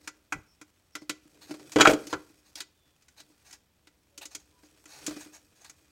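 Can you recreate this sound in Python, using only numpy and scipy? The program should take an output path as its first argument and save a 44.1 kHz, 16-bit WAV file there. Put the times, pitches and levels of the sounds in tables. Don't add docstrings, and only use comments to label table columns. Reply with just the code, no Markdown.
import sys
import numpy as np
from scipy import signal
from scipy.fft import rfft, irfft, next_fast_len
from scipy.io import wavfile
from scipy.ndimage import uniform_filter1d, map_coordinates

SR = 44100
rng = np.random.default_rng(int(sys.argv[2]) if len(sys.argv) > 2 else 0)


def unload_audio(sound):
    columns = np.transpose(np.atleast_2d(sound))
    steps = np.round(np.clip(columns, -1, 1) * 32767)
    wavfile.write(sys.argv[1], SR, steps.astype(np.int16))


N = 260613

# (time [s], hollow level [dB], bench level [dB], wall level [dB],
# rim level [dB], snap level [dB], favoured wall pitch [Hz], share of the free ring [1])
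KNOCKS = [(1.7593, -21, -20, -28, -32, -32.5, 790, 1), (1.785, -33, -25.5, -28, -36, -34.5, 830, 0.95),
          (1.798, -23, -29.5, -21.5, -34, -29.5, 1470, 1), (1.807, -34, -20.5, -17, -19.5, -17.5, 1550, 1),
          (1.8124, -22.5, -30, -23.5, -26, -19, 1434, 1), (1.8517, -38.5, -39, -10, -23, -30, 1410, 0.65),
          (1.871, -19.5, -15.5, -19, -18.5, -22.5, 1453, 0.7),
          (1.892, -31.5, -24.5, -28.5, -32.5, -39, 850, 1), (1.906, -40.5, -24, -33, -40, -40, 1010, 0.88),
          (1.933, -24.5, -40, -37, -43, -38, 1450, .55), (2.128, -35.5, -35.5, -30.5, -47.5, -39, 766, 0.5),
          (2.1339, -44, -61.5, -32.5, -42, -44, 1435, 0.96)]
# (time [s], snap level [dB], nominal share reaching the
# walls [dB], nominal share reaching the hollow [dB], pitch of the snap [Hz])
CLICKS = [(0.074, -40.5, -1.5, -11.5, 6300), (0.3226, -39.5, 8, -2.5, 6660), (0.6128, -53, -1.5, .5, 6060),
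          (0.952, -40, -.5, -8, 2860), (1.094, -32.5, -4.5, -5.5, 2970), (1.718, -44, -10, -26, 6800),
          (2.068, -44.5, -13.5, 0.5, 6240), (2.554, -41.5, -16, -20, 5340), (2.603, -37, -10, -21.5, 3760),
          (2.615, -49, -8.5, -21.5, 7530), (3.021, -66, -9, -19, 5870), (3.082, -60, -7, -18.5, 6610),
          (3.2, -51.5, -13.5, -14, 4270), (3.508, -54, -9.5, -20, 6340), (3.526, -48.5, -14, -20, 5860),
          (3.87, -59.5, -4, -3.5, 2750), (4.176, -44.5, -13.5, -14, 6560), (4.253, -42.5, -15, -17, 6520),
          (4.348, -38, -14, -18, 6750), (4.855, -53.5, -6, -6, 6770), (5.0635, -32.5, -15, -31, 7000),
          (5.644, -54.5, -7.5, -20, 7200), (5.695, -49, -10.5, -18, 6850)]
# (time [s], hollow level [dB], hardness [dB])
BUMPS = [(1.017, -48, -13), (1.253, -57, -20), (1.493, -46.5, -13), (1.507, -36.5, -11), (1.539, -44.5, -9),
         (1.594, -52, -6), (2.036, -62, 3.5), (2.298, -59, -13), (3.298, -62, -10.5), (4.632, -59.5, -6),
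         (5.077, -35, -11.5), (5.107, -48, -2), (5.164, -41.5, -14), (5.259, -51, -12)]
# (time [s], level [dB])
THUMPS = [(0.341, -50), (2.131, -47), (5.1, -60)]
# (time [s], nominal length [s], level [dB], pitch of the scrape [Hz])
SLIDES = [(0.022, 0.09, -62, 5330), (1.408, 0.059, -51.5, 4300), (1.469, .08, -56.5, 4500),
          (1.729, .015, -45, 6300), (2.09, 0.064, -46.5, 5200), (2.444, 0.079, -62.5, 5070),
          (2.566, .046, -44.5, 4900), (3.165, 0.069, -54.5, 4370), (3.438, .12, -57, 5490),
          (3.53, 0.034, -53, 5990), (4.208, 0.0477, -44, 3140), (4.303, .06, -53.5, 5840),
          (4.389, .035, -61, 6630), (4.642, .04, -61.5, 5490), (4.862, 0.23, -52, 5250),
          (5.192, 0.064, -48.5, 6700), (5.323, 0.0737, -51, 6130), (5.546, 0.079, -65, 5940),
          (5.601, .063, -59, 6570), (5.637, .06, -55, 4060)]
# (time [s], nominal level [dB])
RUB_LEVEL = [(0.0, -67), (0.1, -75), (0.89, -75.5), (1.1, -76), (1.45, -64.5), (1.6, -63.5), (1.79, -51),
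             (1.91, -35), (1.97, -54), (2.19, -64), (2.72, -77), (3.37, -70), (3.72, -80), (4.87, -67),
             (5.03, -55), (5.17, -50.5), (5.37, -69.5), (5.91, -69.5)]
# (time [s], nominal level [dB])
DRAG_LEVEL = [(0.0, -63), (0.89, -107), (1.15, -81), (1.36, -64.5), (1.99, -52.5), (2.24, -65), (2.73, -83),
              (3.29, -73.5), (3.9, -84.5), (4.25, -73), (4.87, -71.5), (5.08, -50.5), (5.4, -71),
              (5.91, -72)]
# (time [s], length [s], starting pitch [Hz], level [dB])
SQUEAKS = [(0.0, 0.063, 5500, -81), (0.456, 0.11, 5500, -73), (0.914, 0.13, 5500, -67),
           (2.722, 0.27, 3580, -80), (4.101, 0.23, 570, -70.5), (4.517, .12, 1000, -75.5)]

# (frequency [Hz], mean strength [dB], free t60 [s])
HOLLOW_MODES = [(139.94, -19, 0.16), (200, -25.5, 0.18), (303, -1.5, 0.19), (337.1, -17, 0.21)]
# (frequency [Hz], mean strength [dB], free t60 [s])
BENCH_MODES = [(381.9, -2.5, 0.34), (379, -3, 0.087), (413, -0.5, 0.14), (488, -2, 0.099),
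               (544, -2.5, 0.089), (629.7, 2, 0.11)]
# (frequency [Hz], mean strength [dB], free t60 [s])
WALL_MODES = [(780, -3, 0.15), (965, -6.5, 0.053), (984.7, 0, 0.078), (1120, -5.5, 0.064),
              (1298, -3.5, 0.089), (1390, -0.5, 0.13), (1490, -5, 0.084), (1500, 0, 0.11),
              (1635, -9.5, 0.11)]
# (frequency [Hz], mean strength [dB], free t60 [s])
RIM_MODES = [(1985, 3.5, 0.17), (2170, -6, .07), (2193, -1.5, .1), (2274, -2.5, 0.037), (2442, -3, 0.089)]
# (frequency [Hz], mean strength [dB], free t60 [s])
RIB_MODES = [(3004, 0.5, 0.1), (3276, 0.5, 0.088), (3740, -10, 0.02), (3671, -7.5, 0.014),
             (3970, -1.5, .045), (4960, -3, 0.043), (5300, -4, 0.051), (5800, -2.5, 0.057),
             (6262, -3, 0.09), (6840, -2.5, 0.088)]

# (frequency [Hz], gain [dB])
THUD_COLOUR = [(30, -25.5), (100, -20.5), (200, -17.5), (400, -3), (580, -8), (850, -22), (1500, -57)]
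# (frequency [Hz], gain [dB])
CLACK_COLOUR = [(500, -42), (720, -4.5), (1000, -1.5), (1400, -1.5), (1650, -6.5), (2100, -24),
                (3500, -54.5)]
# (frequency [Hz], gain [dB])
CRACK_COLOUR = [(1100, -49), (1750, -1.5), (2300, -1.5), (2750, -5), (3400, -20.5), (5000, -51.5)]
# (frequency [Hz], gain [dB])
SNAP_COLOUR = [(1700, -46), (2750, -5), (3150, -5.5), (3700, -1), (4500, 1), (5700, -0.5), (7000, 1),
               (8000, -5), (10000, -36)]
# (frequency [Hz], gain [dB])
TICK_COLOUR = [(5500, -47.5), (8000, 4.5), (9200, 2), (11000, -2.5), (16000, -12)]
# (frequency [Hz], gain [dB])
RUB_COLOUR = [(300, -37.5), (500, -4.5), (900, -1.5), (1400, -2.5), (1900, -3), (2700, -2.5), (4500, -7.5),
              (5700, -5.5), (6700, -6), (7600, -6.5), (9000, -10.5), (12000, -14.5), (16000, -16.5)]
# (frequency [Hz], gain [dB])
AIR_COLOUR = [(20, -24.5), (45, -12.5), (68, -1), (110, -10.5), (200, -13.5), (500, -19.5), (1500, -26),
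              (2500, -27), (3400, -26.5), (5000, -31), (10000, -35.5), (16000, -33)]
# (frequency [Hz], t60 [s])
ROOM_DECAY = [(200, 0.6), (1500, 0.33), (6000, 0.32), (15000, 0.093)]

TOP_HZ = 16000
BLOW_S = .012
T = np.arange(SR // 5) / SR

KNOCK_RISE_S, KNOCK_T60_S, KNOCK_SNAP_HZ = 0.00055, 0.055, 3170
REBOUND_S, REBOUND_LOSS_DB = .0098, 15.5

CLICK_RISE_S, CLICK_T60_S, CLICK_FREE = .0011, .064, .76
CLICK_HALVING_DB = 14.5
CLICK_WALL_HZ = 1520

BUMP_RISE_S, BUMP_T60_S, BUMP_FREE = 0.0012, 0.12, 0.77
BUMP_WALL_HZ, BUMP_SNAP_HZ = 876.5, 4807
RIM_SPOT_HZ = 2393

DULL_DB, BRIGHT_DB, DRAG_DB = -0.5, -0.5, -4
RUB_MID_DB, DULL_GROWS = -59, 1.15
CATCH_PER_S, CATCH_DB = 90, -5
CATCH_SPREAD_DB = 4
SQUEAK_SAG_PER_S = 0.21
SQUEAK_WAVER = .035


def amp(db):
    return 10 ** (np.asarray(db) / 20)


def unit(x):
    return x / np.sqrt(np.mean(x ** 2) + 1e-20)


def blow(x):
    return x / np.sqrt(np.mean(x[:int(BLOW_S * SR)] ** 2) + 1e-20)


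def along(points, hz):
    f, v = np.transpose(points)
    return np.interp(np.log(hz + 1), np.log(f + 1), v)


def coloured(x, gain_db):
    m = 2 * next_fast_len(len(x) // 2 + SR // 20)
    log_gain = np.log(amp(gain_db(np.fft.rfftfreq(m, 1 / SR))))
    cepstrum = irfft(log_gain, m)
    cepstrum[1:m // 2] *= 2
    cepstrum[m // 2 + 1:] = 0
    response = np.exp(rfft(cepstrum))
    return irfft(rfft(x, m) * response, m)[:len(x)]


def bump(hz, centre_hz, octaves):
    return np.exp(-.5 * (np.log2((hz + 1) / centre_hz) / octaves) ** 2)


def wobble(rate):
    knots = rng.standard_normal(int(N * rate / SR) + 4)
    return map_coordinates(knots, [np.arange(N) * rate / SR])


def add(track, s, sound):
    part = track[max(round(s * SR), 0):][:len(sound)]
    part += sound[:len(part)]


def onset(rise):
    return 1 - np.exp(-(T / rise) ** 2)


def ring(modes, scatter_db, rise, lift_db=0, free=1):
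    hz, db, t60 = np.transpose(modes)
    size = amp(db + lift_db + scatter_db * rng.standard_normal(len(hz)))
    sign = (-1) ** np.arange(len(hz))
    decay = amp(-60 * T / (max(free, .1) * t60[:, None]))
    waves = decay * np.sin(2 * np.pi * hz[:, None] * T)
    return blow(onset(rise) * ((sign * size) @ waves))


def burst(colour, t60, rise, hold):
    decay = amp(-60 * np.maximum(T - hold, 0) / max(t60, .01))
    shape = onset(rise) * decay
    return blow(coloured(shape * rng.standard_normal(len(T)), colour))


def contact(hollow_db, bench_db, wall_db, rim_db, snap_db, tick_db, wall_hz, snap_hz, t60, rise, free,
            focus_db, ribs_db, thin_db=0):
    def wall_lift(hz):
        return focus_db * bump(hz, wall_hz, octaves=0.14) - thin_db * bump(hz, 720, octaves=0.21)

    rim_lift = lambda hz: 0.72 * focus_db * bump(hz, RIM_SPOT_HZ, octaves=0.088)
    rib_lift = lambda hz: 6 * bump(hz, snap_hz, octaves=0.27)
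    wall_lift_db = wall_lift(np.transpose(WALL_MODES)[0])
    rim_lift_db = rim_lift(np.transpose(RIM_MODES)[0])
    rib_lift_db = rib_lift(np.transpose(RIB_MODES)[0])
    hollow = ring(HOLLOW_MODES, scatter_db=1, rise=2 * rise, free=free)
    bench = ring(BENCH_MODES, scatter_db=6.5, rise=rise, free=free)
    walls = ring(WALL_MODES, scatter_db=4.5, rise=rise, lift_db=wall_lift_db, free=free)
    rim = ring(RIM_MODES, scatter_db=3.5, rise=rise, lift_db=rim_lift_db, free=free)
    ribs = ring(RIB_MODES, scatter_db=4.5, rise=rise, lift_db=rib_lift_db, free=free)
    thud = burst(lambda hz: along(THUD_COLOUR, hz), t60=0.15, rise=rise, hold=0.0009)
    clack = burst(lambda hz: along(CLACK_COLOUR, hz) + wall_lift(hz), t60=0.079 * free, rise=rise, hold=0.0012)
    crack = burst(lambda hz: along(CRACK_COLOUR, hz) + rim_lift(hz), t60=0.075 * free, rise=rise, hold=0.0036)
    snap = burst(lambda hz: along(SNAP_COLOUR, hz) + rib_lift(hz), t60=t60, rise=rise, hold=0.0054)
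    tick = burst(lambda hz: along(TICK_COLOUR, hz), t60=.8 * t60, rise=rise, hold=.002)
    low = amp(hollow_db) * hollow + amp(bench_db) * blow(bench + amp(-0.5) * thud)
    wall_sound = amp(wall_db) * blow(walls + amp(1.0) * clack)
    rim_sound = amp(rim_db) * blow(rim + amp(6.0) * crack)
    high = amp(snap_db) * blow(snap + amp(ribs_db) * ribs) + amp(tick_db) * tick
    return low + wall_sound + rim_sound + high


def knocks():
    out = np.zeros(N)
    for s, hollow_db, bench_db, wall_db, rim_db, snap_db, wall_hz, free in KNOCKS:
        for delay, loss_db in (0, 0), (REBOUND_S, REBOUND_LOSS_DB):
            knock = contact(hollow_db, bench_db, wall_db, rim_db, snap_db,
                            tick_db=snap_db - 16.5, wall_hz=wall_hz, snap_hz=KNOCK_SNAP_HZ, t60=KNOCK_T60_S,
                            rise=KNOCK_RISE_S, free=free, focus_db=6, ribs_db=0.5)
            add(out, s + delay, amp(-loss_db) * knock)
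    return out


def clicks():
    out = np.zeros(N)
    for s, db, case_db, hollow_db, snap_hz in CLICKS:
        rise = CLICK_RISE_S * 2 ** (-case_db / CLICK_HALVING_DB - .5)
        click = contact(hollow_db=db + hollow_db, bench_db=db + 0.73 * hollow_db - 10,
                        wall_db=db + 1.15 * case_db, rim_db=db + .85 * case_db + 0.27,
                        snap_db=db, tick_db=db - 8.0, wall_hz=CLICK_WALL_HZ, snap_hz=snap_hz,
                        t60=CLICK_T60_S, rise=rise, free=CLICK_FREE, focus_db=7, ribs_db=-8, thin_db=5)
        add(out, s, click)
    return out


def bumps():
    out = np.zeros(N)
    for s, db, hard_db in BUMPS:
        stiff_db = db + hard_db
        push = contact(hollow_db=db, bench_db=stiff_db + 2.5, wall_db=stiff_db - 1.0, rim_db=stiff_db - 4.5,
                       snap_db=stiff_db - 0.5, tick_db=stiff_db - 8.5, wall_hz=BUMP_WALL_HZ,
                       snap_hz=BUMP_SNAP_HZ, t60=BUMP_T60_S, rise=BUMP_RISE_S, free=BUMP_FREE,
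                       focus_db=5, ribs_db=-8.5)
        add(out, s, push)
    return out


def thumps():
    out = np.zeros(N)
    colour = lambda hz: 50 * (bump(hz, 100, octaves=3.05) - 1)
    for s, db in THUMPS:
        add(out, s, amp(db) * burst(colour, t60=0.16, rise=0.0026, hold=0.025))
    return out


def friction(rate, grain_db):
    slips = (rng.random(N) < rate / SR) * rng.standard_normal(N)
    clumps = amp(1.2 * wobble(160))
    return unit(clumps * (rng.standard_normal(N) + amp(grain_db) * unit(slips)))


def through_case(x, count=4):
    modes = amp(-60 * T / 0.021) * rng.standard_normal((count, len(T)))
    spots = [amp(1.7 * wobble(7)) * signal.fftconvolve(x, m)[:N] for m in modes]
    answer = sum(spots)
    power = np.abs(uniform_filter1d(answer ** 2, SR // 20))
    steady = answer / np.sqrt(power + 1e-12)
    return unit(x + amp(1.5) * steady)


def slides():
    out = np.zeros(N)
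    grit = through_case(friction(rate=1200, grain_db=-6.0))
    for s, length, db, pitch_hz in SLIDES:
        u = T / (length / 3)
        spot = np.column_stack([np.geomspace(800, 14000, num=40), 1.6 * rng.standard_normal(40)])
        colour = lambda hz: along(RUB_COLOUR, hz) + along(spot, hz) + 9 * bump(hz, pitch_hz, octaves=0.27)
        scrape = coloured(grit[int(s * SR):][:len(T)], colour)
        swell = (u * np.exp(1 - u)) ** 2
        add(out, s, amp(db) * unit(scrape) * swell[:len(scrape)])
    return out


def handling():
    rub_db = np.interp(np.arange(N) / SR, *np.transpose(RUB_LEVEL))
    drag_db = np.interp(np.arange(N) / SR, *np.transpose(DRAG_LEVEL))
    unsteady_gain = lambda db: amp(db + 1.6 * wobble(40))
    grit = friction(rate=350, grain_db=-3)
    rub = unit(coloured(through_case(grit), lambda hz: along(RUB_COLOUR, hz)))
    high_pass = signal.butter(2, 4500, "high", fs=SR, output="sos")
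    bright = signal.sosfiltfilt(high_pass, rub)
    dull = rub - bright
    dull_db = RUB_MID_DB + DULL_GROWS * (rub_db - RUB_MID_DB)
    skin = unsteady_gain(dull_db + DULL_DB) * dull + unsteady_gain(rub_db + BRIGHT_DB) * bright
    drag_slips = friction(rate=1800, grain_db=-0.5)
    hollow = unit(signal.fftconvolve(drag_slips, ring(HOLLOW_MODES, scatter_db=4.5, rise=0.0018))[:N])
    bench = unit(coloured(rng.standard_normal(N), lambda hz: along(THUD_COLOUR, hz)))
    return skin + unsteady_gain(drag_db + DRAG_DB) * (hollow + amp(-2.5) * bench)


def catches():
    rub_db = np.interp(np.arange(N) / SR, *np.transpose(RUB_LEVEL))
    ticks = (rng.random(N) < CATCH_PER_S / SR) * amp(CATCH_SPREAD_DB * rng.standard_normal(N))
    envelope = signal.fftconvolve(ticks, amp(-60 * T / .016))[:N]
    grains = coloured(envelope * rng.standard_normal(N), lambda hz: along(RUB_COLOUR, hz))
    return amp(rub_db + CATCH_DB) * unit(grains)


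def squeaks():
    out = np.zeros(N)
    for s, length, pitch_hz, db in SQUEAKS:
        t = np.arange(int(length * SR)) / SR
        hz = pitch_hz * (1 - SQUEAK_SAG_PER_S * t + SQUEAK_WAVER * wobble(1500)[:len(t)])
        tone = np.sin(2 * np.pi * np.cumsum(hz) / SR)
        add(out, s, amp(db) * unit(np.sin(np.pi * t / length) * tone))
    return out


def room(x):
    hz, t, z = signal.stft(rng.standard_normal(SR // 2), SR, nperseg=256)
    decay = amp(-60 * t / along(ROOM_DECAY, hz)[:, None])
    tail = signal.istft(z * decay, SR, nperseg=256)[1]
    delayed = np.pad(x, (SR // 150, 0))
    return signal.fftconvolve(delayed, tail / np.linalg.norm(tail))[:N]


def air():
    return amp(-70.0) * unit(coloured(rng.standard_normal(N), lambda hz: along(AIR_COLOUR, hz)))


def scene():
    parts = knocks() + clicks() + bumps() + thumps() + slides()
    close = handling() + catches() + squeaks()
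    return (parts + amp(-21.5) * room(parts) + close + air())[None]


def record(dry):
    top = .72
    held = dry / (1 + np.abs(dry / top) ** 6) ** (1 / 6)
    m = next_fast_len(N + SR // 2)
    passband = np.fft.rfftfreq(m, 1 / SR) < TOP_HZ
    return irfft(rfft(held, m) * passband, m)[..., :N]


dry = scene()
out = record(dry)
unload_audio(out)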